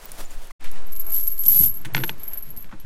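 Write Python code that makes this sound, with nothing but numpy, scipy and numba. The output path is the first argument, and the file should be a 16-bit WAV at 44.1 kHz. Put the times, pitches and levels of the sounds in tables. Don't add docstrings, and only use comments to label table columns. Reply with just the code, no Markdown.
import sys
import numpy as np
from scipy import signal
from scipy.fft import rfft, irfft
from scipy.io import wavfile
from scipy.ndimage import uniform_filter1d
from numba import njit

SR = 44100
rng = np.random.default_rng(int(sys.argv[2]) if len(sys.argv) > 2 else 0)


def amplitude_ratio(level_db):
    exponent = np.asarray(level_db, float) / 20
    return 10 ** exponent


def wav_record(signal):
    frames = np.transpose(np.atleast_2d(signal))
    bounded = np.clip(frames, -1, 1)
    quanta = np.round(bounded * 32767).astype(np.int16)
    wavfile.write(sys.argv[1], SR, quanta)


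N = 125685

# time in seconds, jingling level in dB.
SHAKE_LEVEL = [(0.61, -62), (0.64, -54.5), (0.83, -64), (0.93, -42.5), (1.09, -32.5), (1.15, -22),
               (1.38, -30.5), (1.5, -17.5), (1.65, -16), (1.91, -76), (1.96, -27), (2.1, -30.5),
               (2.16, -62), (2.24, -37.5), (2.62, -55), (2.73, -66), (2.81, -74), (2.84, -77)]
# start in seconds, peak in dB.
HAUL_CLINKS = [(0.639, -35), (0.715, -34), (0.8663, -32.5), (0.9206, -24), (0.9306, -28), (0.9526, -29),
               (0.9648, -21), (0.9781, -34), (0.9965, -15.5), (1.0657, -18.5), (1.0975, -27), (1.1051, -27),
               (1.1219, -14.5), (1.1394, -9.5), (1.1584, -13), (1.1643, -10.5), (1.1785, -17), (1.195, -14),
               (1.21, -30), (1.2268, -18), (1.2386, -28), (1.252, -22), (1.275, -8), (1.303, -25),
               (1.3143, -16), (1.3276, -30), (1.3817, -20), (1.391, -11), (1.4089, -20.5), (1.416, -25),
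               (1.4226, -20), (1.4388, -8), (1.4625, -5), (1.481, 0), (1.4949, -4), (1.5035, -5),
               (1.5147, -3.5), (1.528, -3.5), (1.5455, -6), (1.5588, -5), (1.5679, -3.5), (1.579, -5),
               (1.589, 0), (1.6102, -2), (1.62, -8), (1.6323, -5.5), (1.6429, -9), (1.6586, -3.5),
               (1.6744, -12.5), (1.687, -27), (1.694, -15), (1.7124, -21), (1.7427, -22), (1.7491, -23),
               (1.76, -23), (1.7675, -21), (1.7858, -33), (1.8132, -32)]
# start in seconds, peak in dB.
DROP_CLINKS = [(1.849, -44), (1.9362, -23), (1.9564, -15), (2.0391, -20.5), (2.0778, -19), (2.1789, -40),
               (2.1966, -30), (2.2326, -23), (2.2782, -19), (2.3333, -15.5), (2.373, -16.5),
               (2.4235, -24.5), (2.4543, -32.5), (2.4893, -37), (2.5034, -25.5), (2.5645, -25.5),
               (2.5732, -23.5), (2.6053, -28), (2.6244, -31), (2.799, -34)]
LINK_MODE_HZ = [11610, 11740, 12250, 12540]
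# level in dB, 60 dB decay time in seconds.
LINK_MODES = [(-2.5, 0.057), (-0.5, 0.037), (-4, 0.045), (-11, 0.1)]
# start in seconds, level in dB.
LINK_TICKS = [(0.6087, -40), (0.6435, -41), (0.715, -39), (0.7595, -55), (0.821, -54.5), (0.9208, -42),
              (0.9265, -40), (0.9628, -34), (0.969, -50), (0.997, -40.5), (1.0074, -39), (1.0136, -35),
              (1.0533, -44.5), (1.0664, -39), (1.098, -39), (1.1047, -35), (1.119, -32.5), (1.1342, -32.5),
              (1.1512, -31), (1.164, -30), (1.1984, -31), (1.204, -42), (1.2125, -34), (1.262, -54),
              (1.2706, -29), (1.2754, -35), (1.2866, -36), (1.3024, -38.5), (1.3163, -46), (1.381, -34),
              (1.4359, -29), (1.454, -25.5), (1.4591, -27.5), (1.4675, -35), (1.4805, -26.5), (1.485, -24),
              (1.5466, -21), (1.6221, -6), (1.7408, -38), (1.757, -42.5), (1.7817, -45), (1.7948, -61),
              (1.8123, -53), (1.856, -46.5)]
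# frequency in Hz, density in dB per Hz.
TICK_COLOUR = [(1500, -26.5), (3000, -17), (6000, -10), (9000, -6.5), (11500, 2), (13000, -0.5),
               (14500, -24), (17000, -38)]
# start in seconds, blow in dB, ring of the well in dB, hull boom in dB.
WELL_KNOCKS = [(1.461, -48, -42, -38.5), (1.600, -43.5, -37, -31), (1.8492, -24.5, -24.5, -35),
               (1.8539, -20.5, -26, -38.5), (1.8582, -42, -29.5, -37), (1.9476, -8, -3, -25),
               (1.9672, -15, -13.5, -27), (1.9774, -15, -15, -34), (1.9884, -24, -25, -35.5),
               (2.002, -34, -29, -31.5), (2.01, -34, -36, -31.5), (2.037, -9, -11.5, -31.5),
               (2.0437, -24, -28, -34.5), (2.0483, -36, -40, -51), (2.0938, -8, -12.5, -36.5),
               (2.644, -38, -35.5, -45), (2.727, -52, -51, -37)]
# frequency in Hz, level in dB, 60 dB decay time in seconds.
WELL_MODES = [(905, -0.5, 0.021), (1500, 4, 0.02), (1764, -0.5, 0.021), (2120, -4, 0.021),
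              (2490, -13, 0.012), (3470, 2.5, 0.012), (4070, -3, 0.013), (4500, -6.5, 0.014),
              (5960, -13, 0.0139)]
# frequency in Hz, level in dB, 60 dB decay time in seconds.
HULL_MODES = [(63.5, -17, 0.1), (134, -1.5, 0.22), (182, -1, 0.12), (253, -3.5, 0.09), (330.2, -5.5, 0.13),
              (482, -2.5, 0.051)]
# start in seconds, frequency in Hz, level in dB.
HEAP_THUDS = [(1.571, 121, -51), (1.59, 69.4, -28.5), (1.6, 166.4, -25.5), (1.627, 240, -34),
              (1.626, 95, -33), (1.643, 180, -42), (1.711, 141, -40.5), (1.798, 140, -39),
              (1.865, 317, -34.5), (1.863, 134, -35.5), (1.922, 121, -30), (1.976, 290, -30),
              (2.005, 408, -31), (2.031, 356, -30.5), (2.056, 312, -35), (2.129, 129, -43),
              (2.471, 141, -42.5), (2.729, 537, -36.5), (2.74, 312, -37), (2.841, 89, -29)]
# start in seconds, level in dB, length in seconds, centre in Hz.
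DECK_SCRAPES = [(0.606, -28, 0.0097, 2800), (0.643, -25.5, 0.017, 2500), (0.757, -39.5, .015, 3000),
                (1.849, -34.5, 0.016, 8500), (1.855, -26.5, 0.012, 2360), (1.999, -30, 0.016, 2390),
                (2.315, -38, 0.035, 1920), (2.691, -39, 0.014, 1590), (2.714, -23.5, 0.0036, 1300),
                (2.724, -28.5, 0.018, 1300), (2.799, -43, 0.0035, 4500), (2.848, -32, 0.008, 1490)]
# time in seconds, crunch level in dB.
CRUNCH_LEVEL = [
    (0, -50),
    (.096, -50),
    (.12, -44),
    (.136, -51),
    (.205, -42),
    (.225, -50),
    (.3, -51.5),
    (.47, -57),
    (.51, -50.5),
]
# start in seconds, peak in dB.
PEBBLE_HITS = [
    (0.0543, -25),
    (0.118, -14),
    (0.3082, -25.5),
    (0.4015, -36),
    (0.4259, -30),
    (0.4444, -31),
    (0.4714, -25),
    (0.5067, -56.5),
]
# frequency in Hz, density in dB per Hz.
GRAVEL_COLOUR = [(88, -19), (150, 1.5), (221, -6), (631, -3), (2270, -11), (7000, -13), (12000, -12.5),
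                 (15500, -19.5)]
# start in seconds, frequency in Hz, level in dB.
SHELL_RINGS = [
    (0.055, 15200, -23),
    (0.25, 7000, -35),
    (.258, 7050, -32),
    (0.307, 7060, -32.5),
    (.507, 1136, -31),
    (.51, 2070, -32),
]
# centre in seconds, pressure, length in seconds.
AIR_GUSTS = [
    (0.211, -0.14, 0.014),
    (0.241, 0.15, 0.022),
    (0.304, -0.054, 0.029),
    (0.373, -0.12, 0.011),
    (0.409, 0.05, 0.038),
]
# frequency in Hz, density in dB per Hz.
WATER_COLOUR = [(18, -31.5), (30, 1.5), (40, -16.5), (70, -19.5), (541, -31), (611, -30), (1780, -33),
                (4940, -46), (10000, -49.5), (13000, -81), (22000, -120)]
# time in seconds, level in dB.
LAPPING_LEVEL = [(.61, -44.5), (.7, -50.5), (.9, -53.5), (1.27, -58), (1.84, -55.5), (1.99, -52.5),
                 (2.3, -55.5), (2.52, -57), (2.84, -59)]

BOOM_RISE_S = 0.0035
BACK_S = 0.5942


def unit(x):
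    return x / np.sqrt(np.mean(x ** 2))


def curve(rows):
    return np.interp(np.arange(N) / SR, *np.array(rows).T)


def samples(s):
    return (s * SR).astype(np.int64)


def band(x, hz, width_hz):
    edges = np.clip([hz - width_hz / 2, hz + width_hz / 2], 5, SR / 2.2)
    return signal.sosfilt(signal.butter(1, edges, "band", fs=SR, output="sos"), x)


def walk(rate):
    k = int(SR / rate)
    held = np.repeat(rng.standard_normal(N // k + 1), k)
    return 2.62 * uniform_filter1d(uniform_filter1d(held, k), k)[:N]


def colour(x, points):
    hz, db = np.array(points).T
    f = np.maximum(np.arange(1025) * SR / 2048, 1)
    cepstrum = irfft(np.log(amplitude_ratio(np.interp(np.log(f), np.log(hz), db))))
    cepstrum[1:1024] *= 2
    cepstrum[1025:] = 0
    return signal.fftconvolve(x, irfft(np.exp(rfft(cepstrum))))[:N]


@njit
def rings(size, start, hz, t60, gain, rise, sr):
    y = np.zeros(size)
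    q = np.exp(-1 / (rise * sr))
    for k in range(len(start)):
        p = np.exp(2j * np.pi * hz[k] / sr - np.log(1000) / (t60[k] * sr))
        z, lack = gain[k] + 0j, 1.
        for i in range(start[k], min(size, start[k] + int(t60[k] * sr))):
            lack *= q
            y[i] += z.imag * (1 - lack)
            z *= p
    return y


def strike(s, db, modes, spread, mode_db, rise_s):
    hz, level_db, t60 = np.array(modes).T
    r = rng.standard_normal((len(s), 3, len(hz)))
    gain = amplitude_ratio(db[:, None] + level_db + mode_db * r[:, 0]) * np.sign(r[:, 2])
    detuned_hz = hz * (1 + spread * r[:, 1])
    decay_s = t60 * amplitude_ratio(2 * r[:, 2])
    start = np.repeat(samples(s), len(hz))
    return rings(N, start, detuned_hz.ravel(), decay_s.ravel(), gain.ravel(), rise_s, 1. * SR)


def bursts(s, db, tail_s):
    pulses = np.bincount(samples(s), amplitude_ratio(db), N)[:N]
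    return signal.lfilter([1], [1, -np.exp(-1 / (tail_s * SR))], pulses) * rng.standard_normal(N)


def shaken(per_s, spread_db):
    r = rng.random((int(per_s * N / SR), 2))
    s = r[:, 0] * (N - 1) / SR
    rare = -np.log(1 - .98 * r[:, 1])
    return s, curve(SHAKE_LEVEL)[samples(s)] + spread_db * rare


def chain():
    bounce_s, bounce_db = 0.0063, -7.5
    jingle_s, jingle_db = shaken(600, 2.5)
    clink_s, clink_db = np.array(HAUL_CLINKS + DROP_CLINKS).T
    clink_db = clink_db - 5.5
    late = np.cumsum(bounce_s * (.3 + rng.random((len(clink_s), 2))), axis=1).T
    s = np.concatenate([clink_s, *(clink_s + late), jingle_s])
    db = np.concatenate([clink_db, clink_db + bounce_db, clink_db + 2 * bounce_db, jingle_db - 10])

    loose = np.arange(len(s)) >= late.size + len(clink_s)
    hauled = s < DROP_CLINKS[0][0]
    tick_db = db - 1 + np.where(loose, -5.5, -12 * hauled)
    tick_db = tick_db + 3.8 * rng.standard_normal(len(s))
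    lone_s, lone_db = np.array(LINK_TICKS).T
    lone_db = np.minimum(lone_db, -27) + 10.5
    ticks = bursts(s, tick_db, 0.00084) + bursts(lone_s, lone_db, 0.0025)

    modes = np.column_stack([LINK_MODE_HZ, LINK_MODES])
    ring = strike(s, db, modes, spread=.005, mode_db=3., rise_s=0.0018)
    return ring + colour(ticks, TICK_COLOUR)


def rush():
    noise = rng.standard_normal(N)
    top_hz, width_hz = 14150, 2635.0
    top = unit(band(band(noise, top_hz, width_hz), top_hz, width_hz))
    shake_db = curve(SHAKE_LEVEL)
    hiss = unit(colour(noise, TICK_COLOUR)) + amplitude_ratio(-2.5 + .5 * shake_db) * top
    return hiss * amplitude_ratio(1.78 * shake_db + 0.5)


def knocks():
    s, blow_db, db, boom_db = np.array(WELL_KNOCKS).T
    each = np.ones(len(s))
    blow_hz, blow_t60_s, blow_rise_s = 2750, .0026, .0005
    blow = rings(N, samples(s), blow_hz * each, blow_t60_s * each, amplitude_ratio(blow_db + 8.5), blow_rise_s, 1. 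* SR)
    crack = band(band(bursts(s, db - 18, .001), 2530.0, 5100.0), 2700.0, 5200.)
    rattle = band(band(bursts(s, db - 6, .004), 2800., 3800.0), 2800., 3800.0)
    ring = strike(s, db - 12, WELL_MODES, spread=.01, mode_db=1.8, rise_s=0.00054)
    boom = strike(s, boom_db, HULL_MODES, spread=0.072, mode_db=3.4, rise_s=BOOM_RISE_S)
    return ring + blow + crack + rattle + boom + tumble()


def tumble():
    s, db = shaken(150, 0.91)
    modes = HULL_MODES + [(675, -1, 0.06), (95, -4.5, 0.12)]
    return strike(s, 1.83 * db - 16.5, modes, spread=0.15, mode_db=2.8, rise_s=BOOM_RISE_S)


def thuds():
    s, hz, db = np.array(HEAP_THUDS).T
    decay_cycles = 28.2
    return rings(N, samples(s), hz.copy(), decay_cycles / hz, amplitude_ratio(db), BOOM_RISE_S, 1. * SR)


def scrapes():
    grit = (rng.random(N) < .05) * rng.standard_normal(N) + 0.97 * rng.standard_normal(N)
    grit = unit(grit)
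    out = np.zeros(N)
    for s, db, length_s, hz in DECK_SCRAPES:
        drag = np.abs(bursts(np.array([s]), np.array([db]), length_s)) * grit
        out += band(band(drag, hz, hz), hz, hz)
    return out


def gravel():
    grains_per_s, spread_db = 5000, 2.5
    hit = rng.random(N) < grains_per_s / SR
    grains = hit * rng.standard_normal(N) * amplitude_ratio(spread_db * rng.exponential(size=N))
    grains = grains + 0.5 * rng.standard_normal(N)
    bed = unit(colour(grains, GRAVEL_COLOUR)) * amplitude_ratio(curve(CRUNCH_LEVEL) + 3.0 + 1.66 * walk(59.4))
    low_grind = amplitude_ratio(-52) * unit(band(rng.standard_normal(N), 940.0, 1330.0))
    s, db = np.array(PEBBLE_HITS).T
    pebbles = band(bursts(s, db - 9.5, .002), 10260.0, 5200.0)
    return bed + low_grind + pebbles


def shells():
    s, hz, db = np.array(SHELL_RINGS).T
    t60_s, rise_s = .018, 0.00075
    return rings(N, samples(s), hz.copy(), np.full(len(s), t60_s), amplitude_ratio(db), rise_s, 1. 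* SR)


def gusts(t):
    return sum(p * np.exp(-.5 * ((t - s) / w) ** 2) for s, p, w in AIR_GUSTS)


def water():
    bed = unit(colour(rng.standard_normal(N), WATER_COLOUR))
    low = band(bed, 203.0, 199.0) * amplitude_ratio(-11 + 5.8 * walk(12))
    lap = band(bed, 987.0, 1525.0) * amplitude_ratio(1.3 * walk(25))
    hiss = band(bed, 7960.0, 11280.0) * amplitude_ratio(4 + .8 * walk(30))
    return (low + lap + hiss) * amplitude_ratio(curve(LAPPING_LEVEL) + 5)


def rumble():
    hz = 11.2
    return amplitude_ratio(-34.5) * unit(band(band(rng.standard_normal(N), hz, 9.1), hz, 9.))


def microphone_sag(t):
    depth, drop_s, recover_s = -0.28, 0.094, 1.008
    drop = np.sin(np.pi / 2 * np.clip((t - BACK_S) / drop_s, 0, 1)) ** 2
    return depth * np.exp(-np.maximum(t - BACK_S, 0) / recover_s) * drop


def scene():
    t = np.arange(N) / SR
    beach_end_s, fade_out_s, fade_in_s = 0.52, 0.014, 0.069
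    out = np.sin(np.pi / 2 * np.clip((beach_end_s - t) / fade_out_s, 0, 1))
    back = np.clip((t - BACK_S) / fade_in_s, 0, 1)
    low = rumble()
    sag = microphone_sag(t)
    beach = gravel() + shells() + gusts(t) + low
    boat = chain() + rush() + thuds() + knocks() + scrapes() + water() + low
    mid = out * beach + back * boat + sag

    lagged = np.roll(band(mid, 1800, 4400.0), shift=60)
    patches = np.clip(4 * (walk(30) - 1.), 0, 1)
    side = amplitude_ratio(-27) * lagged * patches
    side = side + (amplitude_ratio(-.3 / 2) - 1) * (sag + back * low)
    return mid + side * np.array([[1], [-1]])


def roll_off(x):
    return signal.sosfilt(signal.butter(12, 16230, fs=SR, output="sos"), x)


def record(dry):
    top_hz = 15900
    lowpass = signal.ellip(8, .2, 70, top_hz, fs=SR, output="sos")
    mix = signal.sosfilt(lowpass, dry)
    return roll_off(mix)


dry = scene()
out = record(dry)
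wav_record(out)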